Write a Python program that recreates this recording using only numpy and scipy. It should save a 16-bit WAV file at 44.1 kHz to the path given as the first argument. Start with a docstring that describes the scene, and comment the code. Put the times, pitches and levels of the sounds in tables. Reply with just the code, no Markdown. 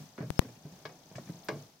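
"""Three sheep walk away along a plank pier over still water. Each hoof is an impact that excites
damped modes: the deck thuds, the plank knocks, and a hard landing adds a bright clack.
Friction gives gritty scuffs and one tiny squeak, and a loose board taps its joist.
Two sharp pops, step responses of a bass filter, strike the left microphone alone.
Behind them lie quiet outdoor air, hiss and a faint, fast-pulsing whine on the left."""
import sys
import numpy as np
from scipy import signal
from scipy.fft import rfft, irfft, next_fast_len
from scipy.io import wavfile

SR = 44100
rng = np.random.default_rng(int(sys.argv[2]) if len(sys.argv) > 2 else 0)


def digitize_waveform(pressure):
    """Quantize a signal to 16-bit integers and store it at the path in sys.argv[1].

    Rows of a 2-D input are taken as channels; values are limited to [-1, 1].
    """
    field = np.atleast_2d(pressure).T
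    bounded = np.clip(field, -1, 1)
    quanta = np.round(bounded * 32767).astype(np.int16)
    wavfile.write(sys.argv[1], SR, quanta)


N = 79380

# Background spectra before their gain curves: frequency_hz, density_db_per_hz
AIR_SPECTRUM = [(25, -104), (60, -99), (100, -90.5), (160, -81), (300, -90), (480, -94.5), (680, -89),
                (880, -93.5), (1200, -104), (3000, -116), (9000, -135)]
LEFT_HISS_SPECTRUM = [(30, -101), (300, -97), (850, -95), (1300, -99), (2800, -102), (3300, -100),
                      (3620, -101), (4100, -101), (5400, -95.5), (6400, -99), (7200, -103), (10000, -110),
                      (15500, -111)]
RIGHT_HISS_SPECTRUM = [(30, -103), (300, -102), (850, -100.5), (1300, -103), (2700, -103), (3500, -100),
                       (5000, -103), (6500, -106), (10000, -107), (13500, -106), (15500, -102)]
# Gain curves of the background: time_s, gain_db
AIR_GAIN = [(0, -4), (.6, -1.5), (.75, 1.5), (1.05, -1.5), (1.4, 1.5), (1.62, -0.5), (1.8, -11)]
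HISS_GAIN = [(0, 4.5), (.14, -3), (.4, 4), (.6, -2.5), (.75, 0.5), (1.05, -2.5), (1.3, 2.5), (1.42, -0.5),
             (1.6, 3), (1.72, -4), (1.8, -6)]
WHINE_GAIN = [(0, -59.5), (.5, -59), (.7, -59.5), (1.4, -55), (1.65, -58), (1.8, -66.5)]
# Pops in the left microphone: start_s, peak_db
MICROPHONE_POPS = [(.30437, -14.5), (0.3927, -1.54)]
# Hooves scraping gritty wood: start_s, level_db, centre_hz, t60_s
HOOF_SCUFFS = [(0.071, -57, 5500, 0.0077), (0.185, -51, 1600, 0.11), (0.211, -51.5, 1670, 0.16),
               (0.355, -52, 3240, 0.038), (0.416, -55, 4000, 0.049), (0.556, -59, 2500, 0.052),
               (0.854, -46.5, 3960, 0.072), (1.155, -49, 2170, 0.052), (1.157, -52, 5570, 0.18),
               (1.301, -68, 8240, 0.25), (1.444, -51.5, 13800, 0.099), (1.4858, -36, 5350, 0.028)]
# Modes of the loose board: frequency_hz, relative_db, t60_s
LOOSE_BOARD_MODES = [(586, 2.5, 0.021), (698, -11, 0.03)]
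# Modes of the deck: ratio_to_thud_pitch, relative_db, share_of_thud_t60
DECK_MODES = [(1, 3, 0.7), (.76, -19, 1), (1.3, -8, 0.46), (1.72, -13.5, 0.87), (2.1, -18.5, 0.61)]
# Modes of a plank: base_hz, relative_db
PLANK_MODES = [(290, -5.5), (345, -1.5), (445, -1), (485, -2), (600, -5), (660, -2), (770, -12)]
# Modes of hard hoof on wood: base_hz, relative_db, t60_s
CLACK_MODES = [(1093, -7.5, .1), (1176, -6, 0.12), (1606, 1, 0.04), (1679, -1.5, 0.093), (1756, -2, 0.084),
               (2180, -5, 0.053), (2283, -2.5, 0.11), (2560, -13, 0.086), (2963, -17.5, 0.17),
               (3400, -9, .07), (3900, -15, 0.065), (4170, -18, 0.031), (4930, -6, 0.033)]
# Spectra of the dense ringing between the modes: frequency_hz, relative_db
THUD_SPECTRUM = [(30, -45), (80, -37), (112, -3), (260, -10.5), (400, -21.5), (900, -47), (3000, -92)]
KNOCK_SPECTRUM = [(80, -69), (250, 0.5), (450, 3.5), (700, -3), (1000, -10.5), (1600, -12.5), (6000, -83)]
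CLACK_SPECTRUM = [(200, -39), (550, 2.5), (1150, 7), (1380, -8.5), (1680, 1), (1920, -4.5), (2260, 1.5),
                  (2700, -11), (5300, -9.5), (8500, -35.5), (11000, -27), (15500, -29)]
# Hoof impacts: start_s, thud_db, thud_pitch_hz, thud_t60_s, knock_db, knock_t60_s, clack_db,
# plank_pitch_ratio (multiplies base_hz of the plank and clack modes)
HOOF_FALLS = [(0.0, -42, 152.2, 0.35, -57.5, 0.16, -93, 1.2),
              (0.179, -44.5, 229, 0.11, -43.5, 0.22, -47.5, .84),
              (0.204, -31.5, 161.7, 0.15, -41.5, 0.095, -51, 0.86),
              (0.224, -35.5, 125.4, 0.22, -43, 0.17, -56.5, .95),
              (0.258, -45, 154.4, 1, -61, 0.081, -70, 1.4), (0.415, -41, 250, 0.13, -48, 0.12, -51.5, 1.12),
              (0.446, -41.5, 258, 0.13, -56, 0.29, -58, 0.93),
              (0.455, -50, 118.7, 0.64, -74, 0.11, -73, 0.81),
              (0.486, -48.5, 240, 0.12, -50, 0.072, -61.5, 1.03),
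              (0.650, -39, 152, 0.17, -52, 0.19, -66, 0.87),
              (0.722, -47, 184.4, 0.16, -60.5, 0.11, -66.5, 1.1),
              (0.853, -49, 151.4, 0.33, -40, 0.087, -40, 0.97),
              (0.891, -51.5, 152, 0.21, -55, 0.36, -56, 1.1),
              (1.111, -44.5, 182, 0.11, -56.5, 0.23, -64.5, 1.43),
              (1.154, -41.5, 132.8, 0.36, -59, 0.065, -49.5, 1),
              (1.182, -45, 180.2, 0.4, -52.5, 0.2, -52.5, 0.82),
              (1.271, -49.5, 202, .2, -67, 0.13, -57.5, 1.05), (1.290, -41, 185, 0.15, -50, 0.11, -58, .9),
              (1.296, -32.5, 171.6, 0.15, -69, 0.26, -67, 0.78),
              (1.344, -50.5, 177, 0.47, -59, 0.24, -93, 1),
              (1.4855, -39, 200, 0.23, -36, 0.25, -31.5, 0.95),
              (1.522, -36.5, 145.6, 0.45, -48, 0.4, -74, 1)]


def amp(db):
    """Amplitude ratio of a level in decibels."""
    return 10 ** (np.asarray(db) / 20)


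def panned(db, pan_db):
    """Interchannel level difference: pan_db is added on the left and subtracted on the right."""
    return amp(db + pan_db * np.array([[1], [-1]]))


def unit(x):
    """Normalisation to rms 1."""
    return x / np.sqrt(np.mean(x ** 2) + 1e-20)


def bell(offset, width):
    """Gaussian curve of peak 1 and standard deviation width."""
    return np.exp(-.5 * (offset / width) ** 2)


def level(points):
    """Gain per sample by interpolation of (time_s, gain_db) points."""
    return amp(np.interp(np.arange(N) / SR, *np.transpose(points)))


def filtered(x, response):
    """Linear filtering: the spectrum of x is multiplied by a frequency response."""
    size = next_fast_len(N + SR // 10)
    return irfft(rfft(x, size) * response(np.fft.rfftfreq(size, 1 / SR)), size)[..., :N]


def noise(spectrum):
    """Spectral shaping of white noise to (frequency_hz, density_db_per_hz) points."""
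    hz, db = np.transpose(spectrum)
    white = rng.standard_normal(N) * np.sqrt(SR / 2)
    return filtered(white, lambda f: amp(np.interp(np.log(f + 1), np.log(hz), db)))


def band(hz, width_hz):
    """Band-limited noise of rms 1."""
    return unit(filtered(rng.standard_normal(N), lambda f: bell(f - hz, width_hz)))


def wide(spectrum, side_db):
    """Partly correlated stereo noise of rms 1, from the sum and difference of mid and side."""
    mid, side = noise(spectrum), amp(side_db) * noise(spectrum)
    return unit(np.array([mid + side, mid - side]))


def fade(t, rise_s, t60_s):
    """Exponential damping after a quick rise: 60 dB of decay in t60_s."""
    return (1 - np.exp(-t / rise_s)) * amp(-60 * t / t60_s)


def ring(t, modes, rise_s, spread_rad):
    """Modal superposition in stereo; every blow weights the damped modes a little differently."""
    out = np.zeros((2, len(t)))
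    for k, (hz, db, t60_s) in enumerate(modes):
        phase = k * np.pi + spread_rad * rng.standard_normal((2, 1))
        out += amp(db + rng.normal(0, 1)) * np.sin(2 * np.pi * hz * t + phase) * fade(t, rise_s, t60_s)
    return out / np.sqrt(sum(amp(db) ** 2 for _, db, _ in modes) / 2)


def add(out, start_s, x):
    """Superposition of x on out from start_s."""
    start = round(start_s * SR)
    part = x[..., :N - start]
    out[..., start:start + part.shape[-1]] += part


def air_and_hiss():
    """Distant air is coherent at the two microphones; the self-noise of each is independent."""
    air = level(AIR_GAIN) * noise(AIR_SPECTRUM)
    hiss = level(HISS_GAIN) * np.array([noise(LEFT_HISS_SPECTRUM), noise(RIGHT_HISS_SPECTRUM)])
    return air + hiss


def whine(rate_hz=30):
    """Amplitude modulation on the left, perhaps a lens drive: a broader rasp follows each thin pip."""
    def pulses(centre_s, width_s):
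        cycles = (np.arange(N) / SR - centre_s) * rate_hz
        offset_s = ((cycles + .5) % 1 - .5) / rate_hz
        return bell(offset_s, width_s)
    pips = band(hz=6200, width_hz=300) * pulses(centre_s=.025, width_s=.0023)
    rasp = amp(-2.5) * band(hz=4630, width_hz=1250) * pulses(centre_s=.037, width_s=.0042)
    return np.array([level(WHINE_GAIN) * (pips + rasp), np.zeros(N)])


def pops(highpass_hz=98, damping_ratio=.67):
    """Step response: the left microphone's underdamped bass filter pulls a sudden jump back to zero."""
    out, t = np.zeros((2, N)), np.arange(SR // 10) / SR
    omega, angle = 2 * np.pi * highpass_hz, np.arcsin(damping_ratio)
    oscillation = np.cos(omega * np.cos(angle) * t + angle) / np.cos(angle)
    decay = np.exp(-omega * damping_ratio * t)
    for start_s, peak_db in MICROPHONE_POPS:
        add(out[0], start_s, amp(peak_db) * oscillation * decay)
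    return out


def squeak():
    """Sliding friction: a hoof slips with a brief narrow-band squeak, mostly on the left."""
    swell = bell(np.arange(N) / SR - .381, width=.005)
    return amp([[-48], [-72]]) * band(hz=5200, width_hz=180) * swell


def scuffs(width_octaves=.4, grain_samples=64):
    """Friction of horn on grit makes short bursts of grainy noise."""
    out, t = np.zeros((2, N)), np.arange(SR // 4) / SR
    for start_s, db, centre_hz, t60_s in HOOF_SCUFFS:
        white = rng.standard_normal((2, N))
        grains = white * amp(np.repeat(rng.standard_normal(N), grain_samples)[:N])
        grit = unit(filtered(grains, lambda f: bell(np.log2((f + 1) / centre_hz), width_octaves)))
        scrape = grit[:, :len(t)] * fade(t, rise_s=.001, t60_s=t60_s)
        add(out, start_s, panned(db, pan_db=1) * scrape)
    return out


def loose_board():
    """A loose board taps its joist; heavy damping leaves one short, hollow tock."""
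    out, t = np.zeros((2, N)), np.arange(SR // 10) / SR
    tock = ring(t, LOOSE_BOARD_MODES, rise_s=.0015, spread_rad=.1)
    add(out, start_s=1.182, x=amp(-28) * tock)
    return out


def deck_thud(t, dense, pitch_hz, t60_s, rise_s=.003):
    """Free vibration of the deck: low modes, with noise for the dense ringing between them."""
    modes = [(pitch_hz * ratio, db, t60_s * share) for ratio, db, share in DECK_MODES]
    return ring(t, modes, rise_s, spread_rad=.087) + amp(-9) * dense * fade(t, rise_s, t60_s)


def plank_knock(t, dense, pitch_ratio, t60_s, rise_s=.0015):
    """Resonance of the struck plank: midrange modes and dense ringing share one decay time."""
    modes = [(hz * pitch_ratio, db, t60_s) for hz, db in PLANK_MODES]
    return ring(t, modes, rise_s, spread_rad=.33) + amp(-4.5) * dense * fade(t, rise_s, t60_s)


def hoof_clack(t, dense, pitch_ratio, rise_s=.0004):
    """Brief, hard contact excites high modes and dense ringing that decays in three stages."""
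    modes = [(hz * pitch_ratio, db, t60_s) for hz, db, t60_s in CLACK_MODES]
    crack = amp(-1) * fade(t, rise_s, t60_s=.01)
    body = amp(-4) * fade(t, rise_s, t60_s=.11)
    tail = amp(-21) * fade(t, rise_s, t60_s=.38)
    return ring(t, modes, rise_s, spread_rad=.81) + dense * (crack + body + tail)


def hooves(bass_cut_hz=60):
    """Impact excitation: each hoof thuds, knocks and clacks; a bass filter trims the deepest rumble."""
    out, t = np.zeros((2, N)), np.arange(SR // 2) / SR
    dense = (wide(THUD_SPECTRUM, side_db=-22), wide(KNOCK_SPECTRUM, side_db=-29),
             wide(CLACK_SPECTRUM, side_db=-5.5))
    for start_s, thud_db, thud_hz, thud_t60_s, knock_db, knock_t60_s, clack_db, ratio in HOOF_FALLS:
        offset = int(rng.random() * (N - len(t)))  # each blow takes a random stretch of the noise
        low, mid, high = (layer[:, offset:offset + len(t)] for layer in dense)
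        thud = amp(thud_db) * deck_thud(t, low, thud_hz, thud_t60_s)
        knock = panned(knock_db, pan_db=-.35) * plank_knock(t, mid, ratio, knock_t60_s)
        clack = panned(clack_db, pan_db=1.5) * hoof_clack(t, high, ratio)
        add(out, start_s, thud + knock + clack)
    return signal.sosfilt(signal.butter(3, bass_cut_hz, btype="high", fs=SR, output="sos"), out)


def scene():
    """Linear superposition of all sources at the two microphones."""
    return hooves() + loose_board() + scuffs() + squeak() + pops() + air_and_hiss() + whine()


def record(dry, cutoff_hz=15700):
    """Band limiting: a steep low-pass filter removes the highest treble."""
    return filtered(dry, lambda hz: 1 / np.sqrt(1 + (hz / cutoff_hz) ** 120))


dry = scene()
out = record(dry)
digitize_waveform(out)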